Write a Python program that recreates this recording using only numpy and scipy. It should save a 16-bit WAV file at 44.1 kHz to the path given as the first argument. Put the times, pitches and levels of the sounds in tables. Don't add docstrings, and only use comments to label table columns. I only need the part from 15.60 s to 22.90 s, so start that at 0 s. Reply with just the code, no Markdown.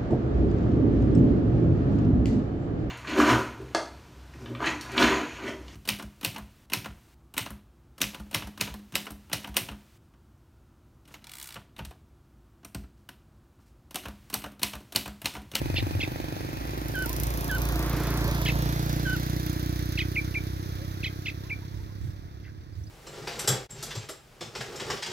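import sys
import numpy as np
from scipy import signal
from scipy.fft import rfft, irfft, next_fast_len
from scipy.io import wavfile
from scipy.ndimage import uniform_filter1d, map_coordinates

SR = 44100
rng = np.random.default_rng(int(sys.argv[2]) if len(sys.argv) > 2 else 0)


def pcm_store(signal):
    levels = np.round(np.clip(np.atleast_2d(signal), -1, 1) * 32767)
    wavfile.write(sys.argv[1], SR, levels.astype(np.int16).T)


N = 321930
TIME = np.arange(N) / SR


def amp(db):
    return 10 ** (np.asarray(db) / 20)


def unit(x):
    return x / np.sqrt(np.mean(x ** 2) + 1e-20)


def since(s):
    return np.maximum(TIME - s, 0)


def along(points, hz):
    f, v = np.transpose(points)
    return np.interp(np.log(hz + 1), np.log(f + 1), v)


def curves(rows, at=TIME):
    s, *cols = np.transpose(rows)
    return [np.interp(at, s, c) for c in cols]


def wobble(rate_hz):
    knots = rng.standard_normal(int(N * rate_hz / SR) + 4)
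    return map_coordinates(knots, [TIME * rate_hz])


def colour(x, spectrum):
    m = 2 * next_fast_len(N // 2 + SR // 4)
    gain = amp(along(spectrum, np.fft.rfftfreq(m, 1 / SR)))
    cepstrum = irfft(np.log(gain), m)
    cepstrum[1:m // 2] *= 2
    cepstrum[m // 2 + 1:] = 0
    response = np.exp(rfft(cepstrum))
    return unit(irfft(rfft(x, m) * response, m)[..., :N])


def delayed(x, delay_s):
    return map_coordinates(x, [(TIME - delay_s) * SR], order=3)


PORT_LAG_S = .0005


def placed(x, bearing, right_db):
    left = delayed(x, bearing * PORT_LAG_S / 2) * amp(-right_db / 2)
    right = delayed(x, -bearing * PORT_LAG_S / 2) * amp(right_db / 2)
    return np.array([left, right])


def rush(spectrum, bearing, right_db, scatter):
    direct, *diffuse = colour(rng.standard_normal((3, N)), spectrum)
    scatter = np.clip(scatter, 0, 1)
    return np.sqrt(1 - scatter) * placed(direct, bearing, right_db) + np.sqrt(scatter) * np.array(diffuse)


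def firings(rate_hz, first_s):
    cycles = np.cumsum(rate_hz) / SR
    cycles -= np.interp(first_s, TIME, cycles)
    return np.interp(np.arange(int(cycles[-1]) + 1), cycles, TIME)


def pulses(times, jitter_s, uneven_db):
    chance = rng.standard_normal((len(times), 2))
    at = np.clip((times + jitter_s * chance[:, 0]) * SR, 0, N - 1).astype(int)
    return np.bincount(at, amp(uneven_db * chance[:, 1]), N)


def bursts(beats, snap_s, tail_s, tail_db, steady_db):
    t = TIME[:SR // 16]
    decay = np.exp(-t / snap_s) + amp(tail_db) * np.exp(-t / tail_s)
    shape = decay * (1 - np.exp(-t / 0.00019))
    return unit(signal.fftconvolve(beats, shape)[:N] + amp(steady_db))


# (time [s], rate [1/s])
LEAVING_RATE = [(0, 23.78), (.5, 24.06), (1, 24.51), (1.9, 24.22)]
# (frequency [Hz], relative level [dB])
LEAVING_PUFF_SPECTRUM = [(25, -56.5), (60, -8), (115, 6.5), (150, -1), (195, -9.5), (310, 4), (430, -10),
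                         (530, -7), (750, -12), (1100, -20.5), (3000, -68)]
LEAVING_WHIRR_SPECTRUM = [(400, -17), (800, 10), (1200, -4), (1700, 2.5), (2400, 0.5), (2950, -3.5),
                          (3600, -3.5), (4500, -4.5), (8000, -16.5), (13000, -14), (16000, -76)]
TICK_SPECTRUM = [(2000, -28.5), (3800, -9.5), (6000, -1), (8100, -10), (9500, -4), (12500, 2.5),
                 (15200, 1.5), (16000, -8.5)]
LEAVING_DB, RECEDE_DB_PER_S, HIDDEN_S, HIDDEN_DB_PER_S = -33.5, 4, 2.9, 24


def leaving_bike(whine_hz=2500, whine_db=-15):
    times = firings(curves(LEAVING_RATE)[0], first_s=.0165)
    puffs = pulses(times, jitter_s=.00015, uneven_db=1)
    echoed = puffs + 0.14 * delayed(puffs, 0.01162)
    exhaust = -colour(echoed, LEAVING_PUFF_SPECTRUM)
    gate = bursts(puffs, snap_s=.002, tail_s=.012, tail_db=-10, steady_db=-15)
    gas = amp(-10) * colour(gate * rng.standard_normal(N), LEAVING_PUFF_SPECTRUM)
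    whirr = amp(-10) * bursts(puffs, snap_s=.001, tail_s=.004, tail_db=-4, steady_db=-6)
    whirr = whirr * rush(LEAVING_WHIRR_SPECTRUM, .95, right_db=1.5, scatter=.55)
    ticks = amp(-17.5) * bursts(puffs, snap_s=.003, tail_s=.009, tail_db=-6, steady_db=-5)
    ticks = ticks * rush(TICK_SPECTRUM, 0.9, right_db=6, scatter=0.76)
    whine_phase = 2 * np.pi * whine_hz * TIME + 1.4 * wobble(90)
    whine = amp(whine_db) * wobble(160) * np.sin(whine_phase)
    level_db = LEAVING_DB - RECEDE_DB_PER_S * TIME - HIDDEN_DB_PER_S * since(HIDDEN_S)
    return amp(level_db) * (placed(exhaust + gas + whine, 0.99, right_db=1.0) + whirr + ticks)


# (time [s], half-width [s], relative peak [dB])
GUST_TIMES = [(.18, 0.23, -31), (1.65, 0.03, -31.5), (6.2, 0.066, -37.5), (6.46, 0.058, -36),
              (7.24, 0.091, -41)]
# (frequency [Hz], relative level [dB])
BUFFET_SPECTRUM = [(20, -37), (45, -6.5), (70, -7.5), (95, 0.5), (130, -10.5), (200, -28), (500, -55)]
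AIR_SPECTRUM = [(15, -38), (25, 1), (87, 1.5), (149, -14.5), (206, -12.5), (317, -22.5), (936, -36),
                (1480, -39), (3160, -75), (4610, -37), (7710, -63), (14000, -63), (16000, -65)]
BREEZE_DB, CALMING_DB_PER_S = -41.5, 1.4


def breeze():
    gusts = sum(amp(db) / (1 + ((TIME - s) / width_s) ** 4) for s, width_s, db in GUST_TIMES)
    strength = np.hypot(gusts, amp(BREEZE_DB - CALMING_DB_PER_S * TIME))
    right_db = np.interp(TIME, [2, 6.2], [1, 9])
    buffet = strength * amp(1.1 * wobble(12)) * rush(BUFFET_SPECTRUM, -.5, right_db, scatter=.25)
    hush = amp(-44 + 1.9 * wobble(1.73)) * rush(AIR_SPECTRUM, 0.68, right_db=6.5, scatter=0.43)
    return buffet + hush


def pass_by(peak_db, loudest_s, width_s, open_s, hidden_s, emerge_db, vanish_db):
    screened_db = emerge_db * np.maximum(open_s - TIME, 0) + vanish_db * since(hidden_s)
    return peak_db - 10 * np.log10(1 + ((TIME - loudest_s) / width_s) ** 2) - screened_db


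# (frequency [Hz], relative level [dB])
ABREAST_SPECTRUM = [(25, 10), (60, -42), (88, -2), (120, 5.5), (148, 5.5), (180, -3), (225, -10.5),
                    (315, -15), (400, -19.5), (700, -19.5), (1200, -27.5), (3000, -54)]
ASTERN_SPECTRUM = [(25, -19), (60, -7.5), (95, 5), (150, -2), (235, -14.5), (290, -12.5), (340, -10.5),
                   (420, -23), (550, -38.5), (730, -35), (1200, -32.5), (3000, -73)]
SILENCER_SPECTRUM = [(100, -7.5), (240, -17), (290, -4.5), (318, 2), (348, -5.5), (400, -31), (800, -52.5)]
# (relative peak [dB], loudest at [s],
# half-width [s], open from [s], open until [s], emerging [dB/s], vanishing [dB/s])
EXHAUST_PASSAGE = (-26, 3, 0.69, 2.5, 5.5, 2.5, 4.5)


def passing_exhaust(puffs):
    behind = np.clip((TIME - 3.3) / 1.07, 0, 1)
    exhaust = -((1 - behind) * colour(puffs, ABREAST_SPECTRUM) + behind * colour(puffs, ASTERN_SPECTRUM))
    ring_db = np.interp(TIME, [1.5, 3, 4.1, 5.5], [-9.0, -13.5, -7.0, -15.5])
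    exhaust -= amp(ring_db) * colour(puffs, SILENCER_SPECTRUM)
    gate = bursts(puffs, snap_s=.005, tail_s=.012, tail_db=-3, steady_db=-9)
    gas_spectrum = [(60, -14), (130, -3), (220, -8), (320, 0), (420, -12), (700, -17), (1500, -40)]
    exhaust += amp(-21) * colour(gate * rng.standard_normal(N), gas_spectrum)
    return amp(pass_by(*EXHAUST_PASSAGE)) * exhaust


# (relative peak [dB], loudest at [s], half-width [s], open from [s], open until [s],
# emerging [dB/s], vanishing [dB/s])
BOOM_PASSAGE = (-29.5, 2.5, 0.8, 1.23, 4.5, 27, 8.5)


def crank_boom(puff_times):
    crank = 2 * np.interp(TIME - .004, puff_times, np.arange(len(puff_times)))
    level_db = pass_by(*BOOM_PASSAGE) + 1.2 * wobble(5.83)
    return np.sqrt(2) * np.cos(2 * np.pi * crank) * amp(level_db)


# (relative peak [dB], loudest at [s], half-width [s],
# open from [s], open until [s], emerging [dB/s], vanishing [dB/s])
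TICK_PASSAGE = (-43.6, 1.55, .8, 1.47, 3.9, 44, 14)
BLUR_PASSAGE = (-51, 3.05, 1.18, 3, 5.5, 1, 10)


def valve_ticks(valves, bearing):
    sharp = bursts(valves, snap_s=.001, tail_s=.007, tail_db=-17, steady_db=-26)
    blurred = bursts(valves, snap_s=0.0014, tail_s=0.0094, tail_db=-11, steady_db=2)
    clatter = amp(pass_by(*TICK_PASSAGE)) * sharp + amp(pass_by(*BLUR_PASSAGE)) * blurred
    return amp(2.0) * clatter * rush(TICK_SPECTRUM, bearing, right_db=5, scatter=0.62)


# (frequency [Hz], relative level [dB])
WHIRR_SPECTRUM = [(600, -27.5), (1100, -5.5), (1650, 6), (2300, -0.5), (2950, -4.5), (3450, 3.5),
                  (4000, 2.5), (4800, 1.5), (6300, -1), (7600, -14.5), (11000, -59), (16000, -11)]
# (relative peak [dB], loudest at [s], half-width [s], open from [s], open until [s],
# emerging [dB/s], vanishing [dB/s])
WHIRR_PASSAGE = (-44.5, 3, 0.87, 0, 5.5, -1, 6.5)


def engine_whirr(valves, bearing):
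    pulse = bursts(valves, snap_s=0.00092, tail_s=0.022, tail_db=13.0, steady_db=13)
    noise = rush(WHIRR_SPECTRUM, bearing, right_db=1.2 * bearing + 8.5, scatter=0.42)
    return amp(pass_by(*WHIRR_PASSAGE) + 2) * pulse * noise


# (frequency [Hz], relative level [dB])
TYRE_SPECTRUM = [(120, -25.5), (300, 9), (450, 1), (550, 0), (620, -2.5), (700, 2), (790, -6), (880, -1),
                 (1200, -2), (2000, -7.5), (3000, -15), (5000, -24), (9000, -30.5)]
# (relative peak [dB], loudest at [s], half-width [s], open from [s], open until [s],
# emerging [dB/s], vanishing [dB/s])
TYRE_PASSAGE = (-42, 2.5, 0.62, -1, 5.5, -8, 4)


def tyre_noise(bearing):
    level_db = pass_by(*TYRE_PASSAGE) + 7 + 0.5 * wobble(9)
    return amp(level_db) * rush(TYRE_SPECTRUM, bearing, right_db=1.0, scatter=0.14)


FIRST_FIRING_S, START_RATE_HZ, CREEP_HZ_PER_S = .0095, 28.0406, .3301
THROTTLE_S, THROTTLE_HZ_PER_S = 2.828, .881


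def passing_bike(abreast_s=2.401, crossing_s=0.75):
    bearing = (TIME - abreast_s) / np.hypot(TIME - abreast_s, crossing_s)
    rate_hz = START_RATE_HZ + CREEP_HZ_PER_S * TIME + THROTTLE_HZ_PER_S * since(THROTTLE_S)
    times = firings(rate_hz, FIRST_FIRING_S)
    puff_times = times + np.interp(times, [2.7, 3.9], [.005, .0005])
    puffs = pulses(puff_times, jitter_s=0.000089, uneven_db=1.0)
    valves = pulses(times, jitter_s=.0002, uneven_db=2.8)
    low = placed(passing_exhaust(puffs) + crank_boom(puff_times), bearing, right_db=2)
    return low + valve_ticks(valves, bearing) + engine_whirr(valves, bearing) + tyre_noise(bearing)


def gesture(shape, length_s):
    u = np.linspace(0, 1, int(length_s * SR))
    return u, *uniform_filter1d(np.array(curves(shape, u)), size=130, axis=1)


def tremble(u):
    return map_coordinates(rng.standard_normal(16), [u * 15])


# (share of the call [0-1], pitch ratio, relative level [dB], rasp [0-1])
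CHIRP_SHAPE = [(0, 1.22, -15, 0.53), (.098, 1.1, -1, 0.11), (.218, .9, -7, 1), (.34, .82, -3.5, 1),
               (.462, .92, -12.5, 1), (.57, 1.1, 2, 0.04), (.699, 1.02, -1.5, 0.4),
               (.85, 0.81, -10.5, 0.33), (1, 1.025, -8, 1)]
# (frequency [Hz], relative level [dB])
THROAT_SPECTRUM = [(1700, 10), (2500, 2.5), (3300, 1.5), (4200, -4), (5200, -14.5), (6500, -20.5)]


def chirp(length_s, hz, second_hz, rasp_db):
    u, ratio, level_db, rasp = gesture(CHIRP_SHAPE, length_s)
    ratio = ratio * (1 + .028 * (.2 + rasp) * tremble(u))
    turn = 2 * np.pi * np.cumsum(ratio) / SR
    tone = np.sin(hz * turn)
    for k in range(1, 5):
        side_hz = hz + k * second_hz / ratio.min()
        side_db = rasp_db + along(THROAT_SPECTRUM, side_hz * ratio) + 4 * tremble(u)
        tone += rasp * amp(side_db) * np.sin(side_hz * turn + rng.uniform(0, 2 * np.pi))
    return amp(level_db) * tone


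SETTLE_SHARE = .45


def note(shape, length_s, hz, overtone_db=-30, sharp=0):
    u, ratio, level_db = gesture(shape, length_s)
    settling = 1 + sharp * np.maximum(1 - u / SETTLE_SHARE, 0)
    ratio = ratio * settling * (1 + .028 * 0.48 * tremble(u))
    phase = 2 * np.pi * hz * np.cumsum(ratio) / SR
    return amp(level_db) * (np.sin(phase) + amp(overtone_db) * np.sin(2 * phase))


def sung(calls):
    out = np.zeros(N + SR)
    for s, db, sound in calls:
        edges = signal.windows.tukey(len(sound), .1)
        out[round(s * SR):][:len(sound)] += np.sqrt(2) * amp(db) * sound * edges
    return out[:N]


# (time [s], length [s], base pitch [Hz], relative level [dB],
# second voice [Hz], relative rasp level [dB])
CHIRP_CALLS = [(0.153, 0.056, 2244, -35.5, 765, 6), (0.174, 0.023, 2640, -35.5, 625, 9.5),
               (.401, 0.054, 2465, -29.5, 980, 0), (2.853, 0.054, 2080, -32.5, 756, 3),
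               (2.877, 0.034, 2492, -29.5, 550, -6), (4.373, 0.059, 2337, -28.5, 964, -1.5),
               (5.429, 0.056, 2355, -31.5, 1030, 0.5), (5.655, 0.05, 2504, -30.5, 980, -2),
               (6.837, .047, 1920, -57, 332, -5), (6.867, 0.045, 1560, -58, 237, -8)]
# (time [s], length [s], relative level [dB], share by which the pitch starts high)
WHISTLE_CALLS = [(1.342, 0.12, -32.5, 0), (1.892, 0.089, -31.5, 0.088), (3.45, .116, -31.5, 0.0033)]
# (time [s], relative level [dB])
PEEP_CALLS = [(4.553, -27), (4.74, -30), (5.894, -32.5)]
# (share of the call [0-1], pitch ratio, relative level [dB])
WHISTLE_SHAPE = [(0, 1.03, -9), (.08, 1.075, -2), (.2, .995, -1.5), (.4, 1.005, -1), (.53, .977, -2),
                 (.68, 1.017, -1), (.84, .975, -2), (1, .87, -11)]
PEEP_SHAPE = [(0, 1.3, -21), (.1, 1.17, -8.5), (.27, .87, -1.5), (.47, 1.047, 1.5), (.63, .99, 0.5),
              (.8, .99, 1), (1, 0.94, -11)]
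WHISTLE_BASE_HZ, WHISTLE_OVERTONE_DB = 1508, -14
PEEP_S, PEEP_BASE_HZ, PEEP_OVERTONE_DB = 0.05, 2367, -42


def birds():
    chirps = [(s, db, chirp(length_s, hz, second_hz, rasp_db))
              for s, length_s, hz, db, second_hz, rasp_db in CHIRP_CALLS]
    whistles = [(s, db, note(WHISTLE_SHAPE, length_s, WHISTLE_BASE_HZ, WHISTLE_OVERTONE_DB, sharp))
                for s, length_s, db, sharp in WHISTLE_CALLS]
    peeps = [(s, db, note(PEEP_SHAPE, PEEP_S, PEEP_BASE_HZ, PEEP_OVERTONE_DB)) for s, db in PEEP_CALLS]
    return sung(chirps + whistles + peeps)


# (time [s], length [s], base pitch [Hz], relative level [dB])
FAR_CALLS = [(1.456, 0.12, 1002, -43.5), (2.679, 0.035, 578, -32.5), (5.19, 0.083, 558, -48),
             (7.235, .018, 6170, -52.5), (7.266, 0.022, 4960, -53)]
# (share of the call [0-1], pitch ratio, relative level [dB])
ARCH_SHAPE = [(0, .88, -6), (.45, 1.02, -2.5), (1, .96, -22)]
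RUN_START_S, RUN_GAP_S, RUN_NOTE_S, RUN_BASE_HZ, RUN_DB = 5.815, .095, .06, 970, -58.5
TWITTER_S, TWITTER_BASE_HZ, TWITTER_SPREAD, TWITTER_MEAN_DB = .03, 5000, .16, -63


def far_birds():
    singles = [(s, db, note(ARCH_SHAPE, length_s, hz)) for s, length_s, hz, db in FAR_CALLS]
    run = []
    for k, (late, loud, long, high) in enumerate(rng.standard_normal(size=(6, 4))):
        s = RUN_START_S + (k + .15 * late) * RUN_GAP_S
        sound = note(ARCH_SHAPE, RUN_NOTE_S * np.exp(.3 * long), RUN_BASE_HZ * np.exp(0.052 * high))
        run.append((s, RUN_DB + 2 * loud, sound))
    twitter = []
    for when, loud, high in rng.random(size=(70, 3)):
        hz = TWITTER_BASE_HZ * np.exp(TWITTER_SPREAD * (2 * high - 1))
        sound = note(ARCH_SHAPE, TWITTER_S, hz)
        twitter.append((when * N / SR, TWITTER_MEAN_DB + 6 * (loud - .5), sound))
    return sung(singles + run + twitter)


# (frequency [Hz], T60 [s])
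GARDEN_DECAY = [(200, 0.053), (2500, 0.17), (10000, 0.013)]


def garden(x):
    hz, t, z = signal.stft(rng.standard_normal((2, SR // 2)), SR, nperseg=256)
    decay = amp(-60 * t / along(GARDEN_DECAY, hz)[:, None])
    tail = signal.istft(z * decay, SR, nperseg=256)[1]
    return signal.fftconvolve(x[None], tail / np.linalg.norm(tail[0]), axes=1)[:, :N]


def scene():
    song = birds() + far_birds()
    song_field = placed(song, .1, right_db=1.7) + amp(-16) * garden(song)
    return leaving_bike() + breeze() + passing_bike() + song_field


LOW_HZ, TOP_HZ = 40, 16000


def record(dry):
    m = next_fast_len(N + SR // 2)
    hz = np.fft.rfftfreq(m, 1 / SR)
    bass = hz ** 8 / (hz ** 8 + LOW_HZ ** 8)
    return irfft(rfft(dry, m) * bass * (hz < TOP_HZ), m)[:, :N]


dry = scene()
out = record(dry)
pcm_store(out)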